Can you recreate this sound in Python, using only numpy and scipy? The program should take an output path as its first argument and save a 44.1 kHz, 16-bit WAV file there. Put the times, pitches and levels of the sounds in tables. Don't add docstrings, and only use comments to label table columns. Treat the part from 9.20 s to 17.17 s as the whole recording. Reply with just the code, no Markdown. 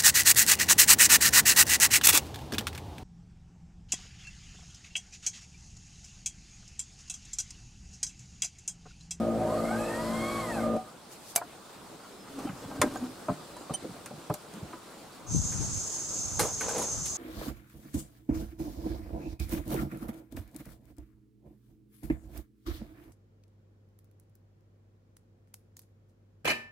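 import sys
import numpy as np
from scipy import signal
from scipy.fft import rfft, irfft, next_fast_len
from scipy.io import wavfile
from scipy.ndimage import uniform_filter1d

SR = 44100
rng = np.random.default_rng(int(sys.argv[2]) if len(sys.argv) > 2 else 0)


def volts(x):
    e = np.asarray(x, float) / 20
    return 10 ** e


def output_pcm(signal):
    pcm = np.clip(np.atleast_2d(signal).T, -1, 1) * 32767
    wavfile.write(sys.argv[1], SR, np.round(pcm).astype(np.int16))


N = 351477
MOTOR_N = 2 * SR
CUT_S = 1.572
TOP_HZ = 1120

# time_s, tooth_rate_hz
GEAR_RUN = [(.15, 330), (.4, 617), (.62, 853), (.93, 1037), (1.12, 1119), (1.2, 1107), (1.31, 939),
            (1.39, 762.5), (1.55, 369.5)]


def evened(x):
    return x / np.sqrt(np.mean(x ** 2) + 1e-20)


def curve(rows, quiet=None, count=N):
    s, *columns = np.transpose(rows)
    return [np.interp(np.arange(count) / SR, s, c, quiet, quiet) for c in columns]


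def read(points, hz):
    f, value = np.transpose(points)
    return np.interp(np.log(hz + 1), np.log(f + 1), value)


def coloured(x, points):
    length = x.shape[-1]
    size = next_fast_len(length)
    gain = volts(read(points, np.fft.rfftfreq(size, 1 / SR)))
    return evened(irfft(rfft(x, size) * gain, size)[..., :length])


def resonate(x, hz, width_hz):
    return signal.lfilter(*signal.iirpeak(hz, hz / width_hz, SR), x)


def drift(rate_hz, count=N):
    steps = rng.standard_normal(count // 64 + 2)
    steps = uniform_filter1d(steps, max(int(SR / 128 / rate_hz), 1))
    steps = uniform_filter1d(steps, size=3)
    return evened(np.interp(np.arange(count) / 64, np.arange(len(steps)), steps))


def placed(x, pan_db):
    return np.array([x * volts(pan_db / 2), x * volts(-pan_db / 2)])


def swells(rows):
    t = np.arange(N) / SR
    return [volts(db - 20 * np.minimum(np.maximum((s - t) / rise, (t - s) / fall), 10))
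            for s, db, rise, fall in rows]


def add(mix, s, sound):
    part = mix[:, round(s * SR):][:, :sound.shape[-1]]
    part += sound[..., :part.shape[1]]


def singing(rows, count, rough):
    hz = curve(rows, count=count)[0]
    db = curve(rows, -120, count)[1]
    breakup = 1 - rough + rough * drift(14., count)
    return np.sqrt(2) * volts(db) * breakup * np.cos(2 * np.pi * np.cumsum(hz) / SR)


def knocks(hits, modes, rough_db, rough_t60_s):
    out, t = np.zeros((2, N)), np.arange(8192) / SR
    for s, db, spot_hz in hits:
        b, c = rng.standard_normal((2, len(t)))
        reach = [(90, -30), (spot_hz / 2.5, -7), (spot_hz, 0), (spot_hz * 1.9, -6),
                 (spot_hz * 2.8, -28), (16000, -60)]
        blow = coloured(b, reach) * volts(-60 * t / 0.037) * np.minimum(t / 0.00085, 1)
        ringing = sum(volts(mode_db) * resonate(blow, hz, 6.1 / t60_s) * np.sqrt(t60_s)
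                      for hz, mode_db, t60_s in modes)
        rough = coloured(c, reach) * volts(rough_db - 60 * t / rough_t60_s) * np.minimum(t / 0.0065, 1)
        add(out, s, volts(db - 2.5) * (ringing / abs(ringing).max() + rough))
    return out


def ticks(hits, tick_t60_s, pan_db, snap, top_db, tail):
    out, t = np.zeros((2, N)), np.arange(8192) / SR
    spectrum = [(1500, -3.0), (3000, -4.5), (6000, 0.0), (9500, 3.0), (12500, top_db), (16000, top_db - 13)]
    shape = snap * volts(-60 * t / 0.0044) + volts(-60 * t / tick_t60_s) + tail * volts(-60 * t / 0.067)
    onset = placed(np.minimum(t / 0.001, 1) ** 2, pan_db)
    for s, db in hits:
        a, c, d = rng.standard_normal((3, len(t)))
        bright = coloured(np.array([a + 0.72 * c, a + 0.51 * d]), spectrum)
        add(out, s, volts(db - 5.5) * bright * shape * onset)
    return out


def thumps(hits):
    out, t = np.zeros((2, N)), np.arange(8192) / SR
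    for s, db, hz in hits:
        push = rng.standard_normal(len(t)) * volts(-60 * t / .09)
        thump = resonate(resonate(push, hz, 130), hz, 200)
        thump = signal.lfilter(*signal.butter(2, 65, "high", fs=SR), thump)
        add(out, s, volts(db) * thump / abs(thump).max())
    return out


def rings(rows):
    out, t = np.zeros((1, N)), np.arange(8192) / SR
    rise = 1 - np.exp(-t / 0.00084)
    for s, db, hz, t60_s in rows:
        add(out, s, volts(db - 60 * t / t60_s) * rise * np.sin(2 * np.pi * hz * t))
    return out


def air():
    # start_s, level_db
    place_levels = [(0, 0.5), (1.6, -1), (2.2, 0), (2.95, -2), (3.05, 2), (4.8, .5), (6.1, 2)]
    # freq_hz, correlation
    likeness = [(60, 0.84), (180, 0.89), (550, 0.69), (1650, 0.59), (4970, 0.39), (15000, -0.24)]
    # freq_hz, level_db_per_hz
    wash = [(20, -26), (60, -10.5), (170, -1.5), (300, 0.5), (600, -3), (1400, -7), (1750, -14),
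            (2700, -16), (4500, -14.5), (6000, -19), (8300, -16), (12000, -24), (16200, -24.5)]
    level_db, patch_db = -49, 1.4
    frames, hz = N // 256 + 5, np.fft.rfftfreq(1024, 1 / SR)
    a, b, c, d, patches = rng.standard_normal((frames, 513, 5)).T
    patches = evened(uniform_filter1d(uniform_filter1d(patches, 12, 0), 10, 1))
    same = np.clip(read(likeness, hz), -1, 1)[:, None]
    left = a + 1j * b
    z = np.array([left, same * left + np.sqrt(1 - same ** 2) * (c + 1j * d)])
    z *= volts(read(wash, hz)[:, None] + patch_db * patches)
    s, db = np.transpose(place_levels)
    place_db = db[np.searchsorted(s, np.arange(N) / SR, "right") - 1]
    place_db = uniform_filter1d(place_db, size=4000)
    flutter_db = .6 * drift(8.)
    wash_sound = signal.istft(z, nperseg=1024, noverlap=768)[1][:, :N]
    return volts(level_db + place_db + flutter_db) * evened(wash_sound)


def wind():
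    # peak_s, level_db, rise_s, fall_s, left_right_db
    puffs = [(6.141, -32, 0.047, 0.18, 6), (6.256, -51, 0.08, 0.38, -6), (6.428, -39.5, 0.25, 0.049, 14),
             (6.54, -40, 0.1, 0.13, -6), (7.2, -46.5, 0.49, 0.25, -14), (7.47, -51, 0.44, 0.61, 0),
             (7.742, -46, 0.073, 0.41, 0)]
    # freq_hz, level_db_per_hz
    turbulence = [(12, -50), (20, -9), (64, 5), (114, 8.5), (177, 4), (300, -9.5), (426, -27), (900, -27),
                  (1170, -55), (1980, -120)]
    # peak_s, level_db, left_right_db
    slaps = [
        (6.149, -24.5, 18),
        (6.409, -29.5, 17),
    ]
    envelopes = swells(row[:4] for row in puffs)
    gusts = sum(placed(gust, row[4]) for gust, row in zip(envelopes, puffs))
    lumps = coloured(rng.standard_normal((2, N)), turbulence) * volts([3.2 * drift(25.), 1.0 * drift(25.)])
    out = lumps * gusts * volts(3.5)
    u = np.arange(-300, 900) / SR / 0.001
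    pulse = (1 - u ** 2) * np.exp(-u ** 2 / 2)
    for s, db, side_db in slaps:
        out[:, round(s * SR) - 300:][:, :len(u)] -= placed(volts(db) * pulse, side_db)
    return out


def birds():
    # start_s, length_s, from_hz, to_hz, level_db
    whistles = [
        (2.965, 0.11, 5400, 4900, -60),
        (3.24, 0.09, 3300, 2800, -59),
        (3.4, .1, 3500, 3300, -60),
        (4.317, 0.11, 4050, 3910, -59),
    ]
    out = np.zeros(N)
    for s, length_s, from_hz, to_hz, db in whistles:
        hz = np.linspace(from_hz, to_hz, round(length_s * SR))
        hz = hz + 60 * drift(150., len(hz))
        whistle = np.hanning(len(hz)) * np.sin(2 * np.pi * np.cumsum(hz) / SR)
        out[round(s * SR):][:len(hz)] += volts(db + 2.5) * whistle
    return out


def cicadas():
    # resonance_hz, level_db, left_right_db
    singers = [(6400, 0, -1), (6150, -5, 1), (6800, -5, -2), (7450, -10, 2)]
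    burst_rates = [101.62, 101.9, 101.8, 101.7]
    rib_gains = [1, -.8, -.9, -.7]
    # freq_hz, level_db_per_hz
    blur = [(2240, -43), (3800, -24), (4040, -24.5), (5540, -11), (6280, -10), (6520, -2.5), (11200, -29.5),
            (13100, -30), (14000, -37)]
    start_s, rise_s, level_db, swell_db = 6.06, 0.073, -35, 0.63
    near = np.zeros((2, N))
    for rate, (hz, db, pan_db) in zip(burst_rates, singers):
        turns = rate * np.arange(N) / SR + 0.0029 * drift(3.4) + rng.random()
        spacing = .25 + .004 * drift(6.)
        clicks = sum(gain * np.diff((turns - spacing * k) // 1, prepend=0).clip(0, 1)
                     for k, gain in enumerate(rib_gains))
        song = resonate(resonate(resonate(clicks, hz, 170), hz, 700), hz, 2500)
        near += placed(volts(db + 3. * drift(7.)) * evened(song), pan_db)
    far = coloured(rng.standard_normal((2, N)) + 0.23 * rng.standard_normal(N), blur)
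    far = far * volts(1.5 * drift(60.))
    rise = np.clip((np.arange(N) / SR - start_s) / rise_s, 0, 1)
    level = volts(level_db + swell_db * drift(4.) + .6)
    return rise * level * (volts(-2.5) * evened(near) + volts(-3.5) * far)


def weeds():
    # peak_s, level_db, rise_s, fall_s
    brushes_past = [
        (1.926, -50, 0.039, 0.054),
        (2.114, -47.5, 0.17, 0.041),
    ]
    grains = volts(4.1 * np.minimum(rng.exponential(1, (2, N)), 5))
    grains = grains * (rng.random((2, N)) < 6000 / SR) * rng.choice([-1, 1], N)
    crackle = coloured(grains, [(2000, -13), (5000, -3.5), (9000, -3), (13000, -9), (16000, -13)])
    return sum(swells(brushes_past)) * crackle


def frame():
    # time_s, pitch_hz, level_db
    hums = [
        [(3.1, 274, -48), (3.114, 275.6, -53), (3.162, 278.6, -47), (3.204, 260, -35), (3.232, 282, -48),
         (3.264, 262, -42), (3.274, 247, -45), (3.284, 231, -39), (3.3, 229, -47)],
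        [(3.64, 240, -31), (3.644, 239, -42), (3.672, 246, -26.5), (3.694, 242.8, -47), (3.77, 285, -42),
         (3.814, 246.4, -46), (3.826, 246.6, -30), (3.892, 251, -45), (3.95, 267, -58)],
    ]
    # time_s, pitch_hz, level_db
    brace_low = [(3.36, 745, -62), (3.4, 745, -54), (3.5, 750, -61), (3.6, 750, -51), (3.68, 740, -52),
                 (3.75, 740, -52), (3.8, 745, -50), (3.88, 745, -59)]
    # time_s, pitch_hz, level_db
    brace_high = [(3.49, 1590, -66), (3.515, 1575, -51), (3.55, 1575, -62), (3.585, 1570, -55),
                  (3.66, 1560, -61), (3.69, 1585, -55), (3.72, 1585, -66)]
    hum = sum(singing(rows, N, 0.084) for rows in hums)
    return hum + singing(brace_low, N, 0.26) + singing(brace_high, N, 0.24)


def frame_thuds():
    # start_s, level_db, pitch_hz
    loads = [(2.159, -43, 168), (3.25, -28, 266), (3.289, -31.5, 180), (3.33, -36, 110), (3.512, -38, 220),
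             (3.593, -28.5, 110), (3.615, -29.5, 98), (3.636, -17.5, 296), (3.662, -31, 254),
             (3.756, -39, 290), (3.82, -29.5, 240), (4.084, -28, 227), (4.092, -31, 75), (4.099, -23, 208),
             (4.405, -40, 284), (4.506, -25, 161), (4.624, -38, 159), (4.644, -29.5, 278),
             (4.693, -34.5, 146.6), (4.908, -39, 226), (4.934, -39.5, 165), (4.975, -41, 200),
             (5.098, -23, 155), (5.11, -31, 330), (5.337, -38, 205.2), (5.369, -37.5, 183),
             (5.41, -40, 308), (5.424, -31, 110), (5.535, -37.5, 310), (5.44, -35, 115), (3.45, -37, 120),
             (3.44, -42, 270)]
    return thumps(loads)


def bark():
    # time_s, level_db
    scrape = [(7.17, -70), (7.294, -49), (7.395, -75), (7.41, -40), (7.576, -37.5), (7.75, -50)]
    # freq_hz, level_db_per_hz
    colour = [(88, -50), (150, -9), (367, -3), (451, 3), (732, -5.5), (835, -3), (1930, -17.5),
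              (5000, -21.5), (6500, -57), (11000, -120)]
    grains = volts(2.0 * np.minimum(rng.exponential(1, N), 5))
    grains = grains * (rng.random(N) < 1200 / SR) * rng.standard_normal(N)
    return volts(curve(scrape, -120)[0] + 2.0 * drift(50.)) * coloured(grains, colour)


def logs():
    # start_s, level_db, spot_pitch_hz, tick_over_blow_db
    blows = [(6.322, -35, 1240, -8), (7.193, -19.5, 1110, -1.5), (7.204, -18, 530, -9),
             (7.228, -25.5, 600, -9), (7.249, -22.5, 567, -14), (7.273, -39, 781, -11),
             (7.408, -29, 1500, -4.5), (7.488, -32.5, 1490, -3), (7.545, -39, 587, -3),
             (7.565, -21.5, 440, -19), (7.58, -28, 444, -4.5), (7.592, -22, 537, -16),
             (7.618, -24.5, 523, -9), (7.639, -42, 654, -3)]
    # freq_hz, level_db, t60_s
    modes = [(330, -4, 0.037), (493, -7, 0.12), (580, -7, 0.088), (865, -8.5, 0.044), (1240, 0, 0.026),
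             (1460, -2, 0.04), (2150, -4, .025)]
    # start_s, level_db
    splinters = [
        (7.857, -32),
        (7.953, -42),
    ]
    # start_s, level_db, pitch_hz, t60_s
    clean = [(7.194, -21, 850, 0.05), (7.195, -18, 1190, 0.026), (7.197, -28.5, 4170, 0.073),
             (7.195, -30, 2100, .04), (7.413, -31, 1500, 0.048), (7.413, -35, 2190, 0.032),
             (7.49, -32, 1530, .05), (7.49, -31, 830, 0.045), (7.615, -27, 980, .05),
             (7.638, -33, 600, 0.035)]
    thump_db, thump_hz = -16.5, 200
    s, db, hz, tick_db = np.transpose(blows)
    snaps = ticks(list(zip(s, db + tick_db)) + splinters, 0.18, -1.8, 0.35, -6.0, 0.63)
    pushes = thumps(zip(s, db + thump_db, thump_hz + 0 * s))
    return knocks(zip(s, db, hz), modes, -11.0, 0.27) + snaps + pushes + rings(clean)


def stand():
    # start_s, level_db, spot_pitch_hz
    blows = [
        (2.159, -31, 730),
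        (2.177, -26, 895),
        (2.215, -29, 900),
    ]
    # freq_hz, level_db, t60_s
    modes = [(694, 0, .05), (1000, 0, .05), (1405, 0, .05)]
    # start_s, level_db
    contacts = [
        (2.153, -31),
        (2.1595, -13.5),
        (2.177, -32),
    ]
    # start_s, level_db, pitch_hz, t60_s
    clean = [(2.152, -42, 785, .05), (2.1595, -28, 694, 0.19), (2.161, -34, 2310, 0.086),
             (2.176, -31.5, 2300, 0.044), (2.160, -49, 1360, 0.054), (2.176, -28, 800, 0.034),
             (2.160, -18, 9329, 0.018), (2.160, -14, 6200, 0.017), (2.160, -19, 7550, .035),
             (2.160, -14, 10500, 0.021), (2.160, -35, 4600, 0.069), (2.215, -34, 713, 0.11),
             (2.215, -35, 916, 0.041), (2.216, -35, 1420, 0.028)]
    return knocks(blows, modes, -9, 0.063) + ticks(contacts, 0.032, -2, 2.6, 3.8, 0.37) + rings(clean)


def leg():
    # start_s, level_db, spot_pitch_hz
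    blows = [(2.795, -42, 820), (3.074, -43, 1050), (3.189, -40, 748), (3.289, -35, 1100),
             (3.512, -31, 600), (3.615, -13, 1100), (3.636, -28, 533), (3.662, -39, 662), (3.756, -34, 770),
             (4.084, -20, 710), (4.099, -43, 748), (4.366, -39.5, 920), (4.405, -41, 721),
             (4.495, -30.5, 643), (4.506, -27, 567), (4.536, -38, 547), (4.644, -48, 550),
             (4.765, -44, 640), (4.859, -38.5, 1410), (4.908, -37, 564), (5.098, -22.5, 700),
             (5.139, -35, 740), (5.529, -37.5, 1100)]
    # freq_hz, level_db, t60_s
    modes = [(382, 13.4, 0.014), (600, 12.6, 0.35), (740, 10.3, 0.2), (1100, 3.9, 0.065), (1254, 11, 0.12),
             (1580, 3.8, 0.28), (2580, 23.6, 0.019)]
    # start_s, level_db
    handle = [(3.189, -43), (3.615, -17), (3.738, -43), (3.756, -43), (4.366, -46), (4.538, -32),
              (4.859, -35.5), (5.098, -47), (5.139, -30.5), (5.337, -44.5)]
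    # start_s, level_db, pitch_hz, t60_s
    clean = [(3.27, -41, 1340, 0.1), (3.272, -35.5, 788, 0.075), (3.617, -29, 1030, 0.08),
             (3.639, -37, 1594, 0.13), (3.616, -21, 8640, 0.025), (3.615, -15, 6940, 0.016),
             (3.616, -28.5, 3510, 0.064), (3.757, -28.5, 750, 0.085), (3.76, -37.5, 1570, 0.097),
             (3.771, -37.5, 6900, 0.041), (4.085, -29, 1025, .08), (4.085, -26.5, 692, 0.12),
             (4.085, -33.5, 1297, 0.054), (4.111, -38, 153, 0.28), (4.367, -36, 985, .05),
             (3.513, -39, 600, 0.046), (4.498, -36, 1220, 0.031), (4.644, -31.5, 518, 0.09),
             (4.91, -42, 576, 0.038), (5.14, -31, 11660, .03), (5.1, -35, 1016, .06),
             (5.53, -39.5, 990, 0.097), (5.532, -40, 1260, 0.05)]
    return knocks(blows, modes, -1.0, 0.075) + ticks(handle, 0.015, -1.8, 1.0, -7.5, 0.86) + rings(clean)


def crank():
    # peak_s, groan_db, rise_s, fall_s
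    strokes = [(3.195, -35, 0.047, 0.081), (3.27, -37, 0.092, 0.07), (3.5, -43.5, 0.38, 0.43),
               (3.665, -29, 0.18, 0.052), (3.76, -29, 0.11, 0.09), (3.86, -33, 0.083, 0.025)]
    # freq_hz, width_hz
    groan_mode = (276, 52)
    # freq_hz, width_hz
    rumble_mode = (110, 51)
    # freq_hz, level_db_per_hz
    rub_colour = [(300, 0.5), (500, 7), (750, 0), (1100, 2), (1570, -7), (2200, -12.5), (9000, -18.5),
                  (15000, -25)]
    rub_db, rub_slip_db, rub_share = -44, 2.5, 0.46
    rumble_db, rumble_share, rumble_lag_s = -51, 0.47, 0.036
    push = sum(swells(strokes))
    effort = push / push.max()
    turning = np.minimum(effort / .02, 1)
    groan = resonate(resonate(rng.standard_normal(N), *groan_mode), *groan_mode)
    groan = volts(-9.0) * push * evened(groan)
    late = np.roll(turning * effort ** rumble_share, round(rumble_lag_s * SR))
    rumble = resonate(resonate(rng.standard_normal(N), *rumble_mode), *rumble_mode)
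    rumble = volts(rumble_db) * late * evened(rumble)
    slips = volts(rub_db + rub_slip_db * drift(40.))
    rub = slips * turning * effort ** rub_share * coloured(rng.standard_normal(N), rub_colour)
    return groan + rumble + rub


def squeak():
    # peak_s, level_db, rise_s, fall_s
    grips = [
        (4.549, -40, 0.013, 0.019),
    ]
    pitch_hz, rise_hz_per_s, partials_db = 3050, 2500, [1, -0.5, 8]
    top_decay = 1.6
    (s, top_db, rise, fall), = grips
    u = np.arange(N) / SR - s
    grip = volts(top_db - 20 * np.minimum(np.where(u < 0, u / rise, u / fall) ** 2, 10))
    slip = 2 * np.pi * (pitch_hz * u + rise_hz_per_s * u * np.minimum(u, 0) / 2)
    top_grip = grip * (grip / grip.max()) ** ((top_decay - 1) * (u > 0))
    shapes = [grip, grip, top_grip]
    tone = sum(volts(db + 3.5) * shape * np.cos((k + 1) * slip)
               for k, (db, shape) in enumerate(zip(partials_db, shapes)))
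    return placed(tone, -6.0)


def gears_moving(from_s, to_s, count):
    t = np.arange(count) / SR
    return uniform_filter1d(1. * (t > from_s) * (t < to_s), size=4000)


def motor_case():
    # freq_hz, width_hz, level_db
    bands = [(3270, 90, -63), (4170, 160, -60), (4420, 130, -60), (5000, 200, -63), (6580, 120, -66),
             (7710, 150, -57), (8040, 120, -65), (9180, 180, -61), (11600, 200, -65)]
    spark_db, idler_order, idler_db = 1.5, 1.43, -57
    hz = curve(GEAR_RUN)[0]
    moving = gears_moving(GEAR_RUN[1][0] - .12, GEAR_RUN[-1][0] - .1, N)
    sparks = rng.standard_normal((2, N)) + 0.84 * rng.standard_normal(N)
    sparks = volts(spark_db * drift(60.)) * sparks
    ringing = sum(volts(db + 2.2 * drift(8.)) * evened(resonate(sparks, f, width)) for f, width, db in bands)
    idler_turn = 2 * np.pi * idler_order * np.cumsum(hz * (1 + .006 * drift(50.))) / SR
    idler = volts(idler_db + 4 * drift(12.)) * np.cos(idler_turn)
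    relay = ticks([(1.563, -44)], .03, 0, 0.54, -8, 0.34)
    return moving * volts(2.3 * np.log2(hz / TOP_HZ)) * (volts(-1.5) * ringing + idler) + relay


def since_cut_s():
    return np.maximum(np.arange(MOTOR_N) / SR - CUT_S, 0)


def switched_off():
    return np.minimum(since_cut_s() / .012, 1)


def drive_db():
    # time_s, buzz_db
    drive = [(0.0, -32), (0.03, -29), (0.114, -31.5), (0.224, -29), (0.402, -31), (0.746, -34.5),
             (1.264, -36.5), (1.446, -31.5), (1.56, -29.5)]
    drop_db, coast_db_per_s = -13, -130
    return curve(drive, count=MOTOR_N)[0] + drop_db * switched_off() + coast_db_per_s * since_cut_s()


def chopper_buzz(buzz_db):
    # multiple, level_db
    chop_orders = [(1, -47.5), (2, -41), (3, -43), (4, -49), (5, -46), (6, -49)]
    # chopper_multiple, side, level_db
    sidebands = [(0, 1, -54), (1, 1, -49.5), (3, -1, -47), (4, -1, -53.5), (5, -1, -44.5), (6, -1, -41)]
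    # freq_hz, level_db_per_hz
    housing = [(18, -53), (30, -12), (107, -5.5), (187, 2), (223, 1.5), (303, -5), (334, -5), (618, 1),
               (721, -6), (1260, -15), (3000, -33), (3900, -81), (6600, -120)]
    chop_hz, rotor_hz = 113.05, 59.2
    t = np.arange(MOTOR_N) / SR
    chop = 2 * np.pi * (chop_hz * t + 0.023 * drift(6.8, MOTOR_N))
    rotor = 2 * np.pi * (rotor_hz * t + 0.18 * drift(7.3, MOTOR_N))
    lines = [(k * chop, db) for k, db in chop_orders]
    lines += [(round(k) * chop + round(side) * rotor, db) for k, side, db in sidebands]
    tones = evened(sum(volts(db + 2.5 * drift(8., MOTOR_N)) * np.cos(phase + 4.57 * rng.random())
                       for phase, db in lines))
    kicks = .8 + np.exp(-(chop / (2 * np.pi) % 1) / .3)
    rattle = coloured(kicks * rng.standard_normal(MOTOR_N), housing)
    return volts(buzz_db) * (volts(-.5) * tones + volts(-10) * rattle)


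def chassis_beams(buzz_db, tooth_hz):
    # freq_hz, width_hz, level_db
    chassis = [(750, 12, -20), (1232, 11, -27), (1218, 11, -30)]
    # time_s, pitch_hz, level_db
    long_beam = [(0.0, 1240, -43.5), (0.33, 1227, -59), (0.34, 1223, -66), (0.384, 1218, -41),
                 (0.476, 1232, -50), (1.276, 1231, -50), (1.324, 1219, -56), (1.432, 1211, -46.5),
                 (1.7, 1227, -49)]
    # time_s, pitch_hz, level_db
    floor_panel = [(0.0, 224, -28), (0.414, 225.0, -39.5), (0.622, 227, -29), (0.712, 225.1, -44),
                   (0.952, 225.7, -31), (1.118, 218.7, -46), (1.216, 229.4, -38), (1.55, 228.4, -28),
                   (1.6, 234.6, -60)]
    kick_db, reach_hz = 4, 250
    t = np.arange(MOTOR_N) / SR
    shake = volts(0.19 * buzz_db - 23.5) * (t < 1.59) * rng.standard_normal(MOTOR_N)
    out = np.zeros(MOTOR_N)
    for f, width, db in chassis:
        kick = 1 + volts(kick_db) / (1 + ((2 * tooth_hz - f) / reach_hz) ** 2)
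        out += volts(db) * resonate(shake * kick, f, width) * np.sqrt(SR / width / np.pi)
    out += 1.6 * singing(long_beam, MOTOR_N, .3) * volts(-60 * since_cut_s())
    return out + .6 * singing(floor_panel, MOTOR_N, .25)


def brush_hiss(octaves, moving):
    # freq_hz, level_db_per_hz
    brushes = [(1350, -3.5), (2300, -13), (2960, -17.5), (3290, -15), (6090, -18), (7900, -15),
               (11900, -21), (16000, -38)]
    level_db, db_per_octave, rest_db = -41.5, 5.5, -89
    level = volts(level_db + db_per_octave * octaves) * moving + volts(rest_db) * (1 - switched_off())
    noise = rng.standard_normal((2, MOTOR_N)) + 2.2 * rng.standard_normal(MOTOR_N)
    return level * coloured(noise, brushes)


def casing(hz):
    # freq_hz, width_hz, level_db
    modes = [(520, 80, 1), (620, 80, 3), (765, 60, 0), (930, 50, 1), (1045, 40, -2), (1115, 40, 3),
             (1230, 60, 4), (1535, 60, 3), (1850, 70, 5), (2190, 90, 3)]
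    return np.sqrt(sum(volts(2 * db) / (1 + (2 * (hz - f) / width) ** 2) for f, width, db in modes))


def gear_whine(tooth_hz, octaves, moving):
    # partial, freq_hz, width_hz, level_db
    gearbox = [(3, 2150, 150, -16), (3, 2590, 140, -15), (3, 3270, 130, -16.5), (4, 4450, 250, -23),
               (5, 4900, 250, -27)]
    mesh_db, mesh_db_per_octave = -32.5, -6.5
    slow = np.clip(.32 - octaves, 0, 1)
    mesh = 2 * np.pi * np.cumsum(tooth_hz * (1 + .012 * slow * drift(70., MOTOR_N))) / SR
    whine = np.zeros(MOTOR_N)
    for k, db, rough in [(1, -8.5, .75 * slow), (2, -12, .4 * slow)]:
        level = volts(db + (k + 2) * octaves + 1.5 * drift(9., MOTOR_N)) * casing(k * tooth_hz)
        breakup = 1 - rough + .5 * rough * drift(25., MOTOR_N) + rough * drift(150., MOTOR_N)
        whine += level * breakup * np.cos(k * mesh)
    uneven = .25 + .8 * drift(250., MOTOR_N)
    for k, f, width, db in gearbox:
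        whine += volts(db) * resonate(resonate(uneven * np.cos(k * mesh), f, width), f, width)
    return np.sqrt(2) * volts(mesh_db + mesh_db_per_octave * octaves) * moving * whine


def motor():
    buzz_db = drive_db()
    tooth_hz = curve(GEAR_RUN, count=MOTOR_N)[0]
    octaves = np.log2(tooth_hz / TOP_HZ)
    moving = gears_moving(GEAR_RUN[0][0], GEAR_RUN[-1][0] - .06, MOTOR_N)
    out = chopper_buzz(buzz_db) + chassis_beams(buzz_db, tooth_hz)
    out = out + gear_whine(tooth_hz, octaves, moving) + brush_hiss(octaves, moving)
    return np.pad(out, [(0, 0), (0, N - MOTOR_N)])


def underside(x):
    t = np.arange(8000) / SR
    taps = rng.choice([-1., 1.], (2, len(t))) * (rng.random((2, len(t))) < .05)
    taps = taps * volts(-60 * t / 0.088) * (t > .002)
    return signal.fftconvolve(x, taps / np.linalg.norm(taps[0]), axes=1)[:, :N]


def scene():
    near = weeds() + birds() + frame_thuds() + bark() + logs()
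    near = near + stand() + leg() + crank() + squeak() + motor()
    return near + volts(-13.0) * underside(near) + air() + wind() + cicadas() + frame() + motor_case()


def masked(x):
    masked_db, floor_db, chance_db, spares_low_db = -30, -26.5, 5, 3.5
    hz, t, z = signal.stft(x, SR, nperseg=1024, noverlap=768)
    power = uniform_filter1d((abs(z) ** 2).sum(0), size=12, axis=0)
    power_db = 10 * np.log10(uniform_filter1d(power, size=40, axis=1) + 1e-16)
    under_db = np.maximum(power_db - power_db[hz > 4000].max(0), floor_db)
    chance = np.kron(rng.standard_normal((len(t) // 7 + 1, 103)), np.ones((7, 5)))
    chance = chance[:len(t), :len(hz)].T
    heard_db = under_db + chance_db * chance + spares_low_db * (hz < 5000)[:, None]
    keep = (heard_db > masked_db) | (hz < 2000)[:, None]
    return signal.istft(z * keep, SR, nperseg=1024, noverlap=768)[1][:, :N]


def band_limit(x):
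    return signal.sosfilt(signal.butter(12, 15830, fs=SR, output="sos"), x)


def record(dry):
    low_pass = signal.firwin(301, 15850, window=("kaiser", 9), fs=SR)
    limited = signal.oaconvolve(dry, low_pass[None], "same")
    return band_limit(masked(limited))


dry = scene()
out = record(dry)
output_pcm(out)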